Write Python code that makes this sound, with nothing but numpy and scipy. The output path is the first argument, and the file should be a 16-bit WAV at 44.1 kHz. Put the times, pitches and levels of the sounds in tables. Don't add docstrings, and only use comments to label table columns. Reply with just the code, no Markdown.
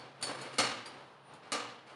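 import sys
import numpy as np
from scipy import signal
from scipy.fft import rfft, irfft, next_fast_len
from scipy.io import wavfile
from scipy.ndimage import map_coordinates

SR = 44100
rng = np.random.default_rng(int(sys.argv[2]) if len(sys.argv) > 2 else 0)


def unload_audio(sound):
    columns = np.transpose(np.atleast_2d(sound))
    steps = np.round(np.clip(columns, -1, 1) * 32767)
    wavfile.write(sys.argv[1], SR, steps.astype(np.int16))


N = 85995

# start_s, mesh_db, crack_db, ring_db, struck_end (0 near, 1 far), mesh_tilt_db_per_octave
SEATINGS = [(.5832, -30, -25.3, -37.3, 0, 0), (1.5192, -35, -31, -43, 1, -.5)]
# delay_s, level_db
CLACK_CONTACTS = [(0, -3), (.0062, -2)]
# frequency_hz, density_db
CRACK_SPECTRUM = [(60, -35), (150, -14), (520, 0), (1300, -2), (2300, -2), (3300, -6), (4400, 0),
                  (5900, -6), (7100, -1), (7850, -9), (9300, 1), (10500, -4), (11300, -13), (14000, -55)]
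# pitch_hz, near_end_db, far_end_db
FRAME_MODES = [(236, -6, -9), (289, -7, -2), (478, -6, -1), (531, -4, -4), (596, -4, -13), (742, -4, -2),
               (1183, -4, 3), (1262, 1, 0), (1609, -5, -9), (2152, 0, -16), (2276, -6, -9), (2328, -5, -5),
               (2825, -2, -4), (2916, -6, 0), (3909, -8, -7), (4177, -7, -7), (4405, 5, -1),
               (4958, -9, -18), (5150, -3, -10), (5345, -1, -6), (5620, -6, -4), (5891, -6, -15),
               (6414, -9, -6), (6504, -9, -9), (7102, -6, -5), (7576, -11, -11), (8153, -9, -22),
               (8247, -12, -20), (8312, -15, -13), (8549, -14, -19), (8874, -9, -25), (9122, -9, -18),
               (9220, -11, -16), (10384, -16, -19)]
# frequency_hz, t60_s
FRAME_DECAY = [(130, 0.37), (500, 0.69), (1200, 0.47), (3000, 0.6), (5000, 0.32), (10000, 0.41)]
# frequency_hz, density_db
MESH_SPECTRUM = [(35, -84), (60, -74), (121, -2.5), (161, -21.5), (238, -5.5), (421, -10.5), (597, -1),
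                 (637, -9), (759, -2.5), (1010, -5.5), (1200, -1), (1400, -5.5), (2120, -7), (3590, -9),
                 (4370, -5.5), (4770, -13), (5210, -11), (9200, -19), (11200, -24), (14600, -65),
                 (22000, -120)]
# frequency_hz, t60_s
MESH_DECAY = [(130, 1.0), (500, 0.71), (1200, 0.79), (3000, 0.73), (5000, 0.59), (10000, 0.41)]
# start_s, crack_db, ring_db, mesh_db, pitch_ratio, ring_tilt_db_per_octave
TOUCHES = [(-.01, -64, -53, -55, 1, -10), (.212, -51, -62, -54, 1, -3), (.2262, -33.5, -36.5, -46, 1, 0),
           (.268, -47, -54, -46, 1, -6), (.413, -47, -51, -54, .975, -8), (.858, -50, -49, -55, 1.06, -14),
           (1.336, -59, -76, -70, 1, -4)]
# pitch_hz, level_db, t60_s
BRACKET_MODES = [(4391, -7, .35), (4453, 0, .2), (4518, 0, .17), (4635, -3, .13), (5247, -12, .35),
                 (5366, -14, .35), (6210, -17, .38), (6877, -17, .27), (7281, -18, .27), (8136, -6, .2),
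                 (8716, -12, .2), (9184, -6, .18), (9553, -6, .17), (9925, -7, .13)]
# frequency_hz, density_db
CLINK_SPECTRUM = [(200, -12), (900, -7), (2300, -7), (3700, -4), (4500, -6.5), (5800, -22), (7000, -5.5),
                  (7800, -16), (8300, -8.5), (9700, -5.5), (11200, -15.5), (14000, -57)]
# start_s, end_s, level_db, release_t60_s, relative_rasp_db, relative_boom_db
PUSHES = [(-.03, 0.05, -54.5, 1, -74, -7.5), (0.261, 0.305, -43, 0.74, -11, -18),
          (0.376, 0.481, -51, 0.48, -17, -7.5), (0.507, 0.59, -55.5, 0.51, -7.5, -13),
          (0.844, 0.935, -52.5, 0.64, -20, -15), (1.417, 1.452, -55.5, 0.72, -26, -20),
          (1.858, 1.912, -55, 0.55, -15, -26)]
# frequency_hz, density_db
SCRAPE_SPECTRUM = [(47, -42), (80, -42), (118, -20), (355, 0), (536, 0.5), (607, -3), (1200, -2),
                   (2630, -8), (4150, -11.5), (4510, -13), (5660, -21.5), (9490, -31.5), (11200, -50.5),
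                   (14600, -73), (22000, -120)]
# frequency_hz, density_db
RASP_SPECTRUM = [(1500, -18), (4400, -3.5), (5800, -7), (7900, -8.5), (9500, -3), (11200, -14),
                 (14000, -50)]
# frequency_hz, density_db
RUSH_SPECTRUM = [(25, -14), (60, -12), (130, -2), (220, -4), (600, -1), (950, 0), (1400, -5), (2200, -13),
                 (2950, -12), (4500, -19), (6000, -28), (7900, -35), (9500, -29), (11200, -39),
                 (14000, -70)]


def clacks(crack_t60_s=.085, rattle_db=1.37, rattle_per_s=110):
    out = np.zeros(N)
    for start_s, mesh_db, crack_db, ring_db, far_end, tilt_db in SEATINGS:
        modes = [(hz, far_db if far_end else near_db, curve_at(FRAME_DECAY, hz))
                 for hz, near_db, far_db in FRAME_MODES]
        rattle = amp(mesh_db + rattle_db * wobble(rattle_per_s))
        out += rattle * mesh_ring(start_s, CLACK_CONTACTS, tilt_db)
        crack = coloured_noise(CRACK_SPECTRUM, FRAME_MODES, peak_db=5, width_hz=60)
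        out += amp(crack_db) * strike(crack, start_s, CLACK_CONTACTS, crack_t60_s)
        out += amp(ring_db) * metal_ring(modes, start_s, CLACK_CONTACTS)
    return out


def metal_ring(modes, start_s, contacts, flutter_db=1.5, flutter_rad=.45):
    t, tone = np.arange(SR) / SR, np.zeros(N)
    flutter = lambda: np.interp(t, np.arange(91) / 90, rng.standard_normal(91))
    for hz, db, t60_s in modes:
        envelope = amp(db + flutter_db * flutter() - 60 * t / t60_s)
        phase = 2 * np.pi * (hz * t + rng.random()) + flutter_rad * flutter()
        tone[:SR] += envelope * np.sin(phase)
    return strike(tone, start_s, contacts)


def mesh_ring(start_s, contacts, tilt_db):
    hz, t, bands = signal.stft(coloured_noise(MESH_SPECTRUM), SR, nperseg=512)
    octaves = np.log2((hz[:, None] + 100) / 1000)
    decay_db = 60 * t / curve_at(MESH_DECAY, hz)[:, None]
    _, wires = signal.istft(bands * amp(tilt_db * octaves - decay_db), SR, nperseg=512)
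    return strike(wires[:N], start_s, contacts)


def clinks(crack_t60_s=.16, mesh_tilt_db=-4.7):
    out, one_contact = np.zeros(N), [(0, .012)]
    lowest_hz = BRACKET_MODES[0][0]
    for start_s, crack_db, ring_db, mesh_db, pitch_ratio, tilt_db in TOUCHES:
        modes = [(hz * pitch_ratio, db + tilt_db * np.log2(hz / lowest_hz), t60_s)
                 for hz, db, t60_s in BRACKET_MODES]
        crack = coloured_noise(CLINK_SPECTRUM, modes, width_hz=70)
        out += amp(crack_db) * strike(crack, start_s, one_contact, crack_t60_s)
        out += amp(ring_db) * metal_ring(modes, start_s, one_contact)
        out += amp(mesh_db) * mesh_ring(start_s, one_contact, mesh_tilt_db)
    return out


def slides(rise_s=.018, slips_per_s=120, roughness_db=1.5):
    t, out = np.arange(N) / SR, np.zeros(N)
    slips = amp(roughness_db * wobble(slips_per_s))
    scrape = coloured_noise(SCRAPE_SPECTRUM, FRAME_MODES, width_hz=26.5)
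    rasp = coloured_noise(RASP_SPECTRUM, BRACKET_MODES, peak_db=12, width_hz=47)
    boom = noise_band(centre_hz=135, width_hz=16)
    for start_s, end_s, db, t60_s, rasp_db, boom_db in PUSHES:
        rise = np.clip((t - start_s) / rise_s, 0, 1)
        release = amp(-60 * np.maximum(t - end_s, 0) / t60_s)
        friction = slips * (scrape + amp(rasp_db) * rasp)
        out += amp(db) * rise * release * (friction + amp(boom_db) * boom)
    return out


def bird(peak_s=1.283, fade_s=.022, pitch_hz=9190, rise_hz_per_s=500, waver_hz=25, level_db=-69):
    t = np.arange(N) / SR - peak_s
    hz = pitch_hz + rise_hz_per_s * t + waver_hz * wobble(80)
    envelope = amp(level_db) / np.cosh(t / fade_s)
    return envelope * np.sin(2 * np.pi * np.cumsum(hz) / SR)


def outdoors(rush_db=-56.5, swell_db=-2.7, drone_db=-72):
    rush = amp(rush_db + swell_db * wobble(12)) * coloured_noise(RUSH_SPECTRUM)
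    drone = amp(drone_db) * noise_band(centre_hz=134, width_hz=8)
    return rush + drone


def strike(x, start_s, contacts, t60_s=np.inf, attack_s=.0004):
    samples, power = np.arange(N), np.zeros(N)
    for delay_s, db in contacts:
        age_s = np.maximum(samples / SR - delay_s, 0)
        attack = 1 - np.exp(-age_s / attack_s)
        power += attack * amp(db - 60 * age_s / t60_s) ** 2
    return np.interp(samples - round(start_s * SR), samples, x * np.sqrt(power), left=0, right=0)


def coloured_noise(spectrum, modes=(), peak_db=0, width_hz=1):
    def response(hz):
        peaks = sum(1 / (1 + (2 * (hz - mode[0]) / width_hz) ** 2) for mode in modes)
        return amp(curve_at(spectrum, hz)) * (1 + amp(peak_db) * peaks)
    return unit_rms(filtered(rng.standard_normal(N), response))


def noise_band(centre_hz, width_hz):
    band = lambda hz: 1 / (1 + (2 * (hz - centre_hz) / width_hz) ** 4)
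    return unit_rms(filtered(rng.standard_normal(N), band))


def filtered(x, response):
    size = next_fast_len(N + 8192)
    return irfft(rfft(x, size) * response(np.fft.rfftfreq(size, 1 / SR)), size)[:N]


def wobble(knots_per_s):
    return map_coordinates(rng.standard_normal(N // 20), [np.arange(N) * knots_per_s / SR], mode="wrap")


def curve_at(points, hz):
    knots_hz, values = np.transpose(points)
    return np.interp(np.log(hz + 1), np.log(knots_hz + 1), values)


def amp(db):
    return 10 ** (np.asarray(db) / 20)


def unit_rms(x):
    return x / np.sqrt(np.mean(x ** 2) + 1e-20)


def scene():
    return (clacks() + clinks() + slides() + bird() + outdoors())[None]


def record(dry, low_cut_hz=94, top_hz=11300):
    low_cut = signal.butter(2, low_cut_hz, btype="high", fs=SR, output="sos")
    band_limit = lambda hz: 1 / np.sqrt(1 + (hz / top_hz) ** 120)
    return np.array([filtered(channel, band_limit) for channel in signal.sosfilt(low_cut, dry)])


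dry = scene()
out = record(dry)
unload_audio(out)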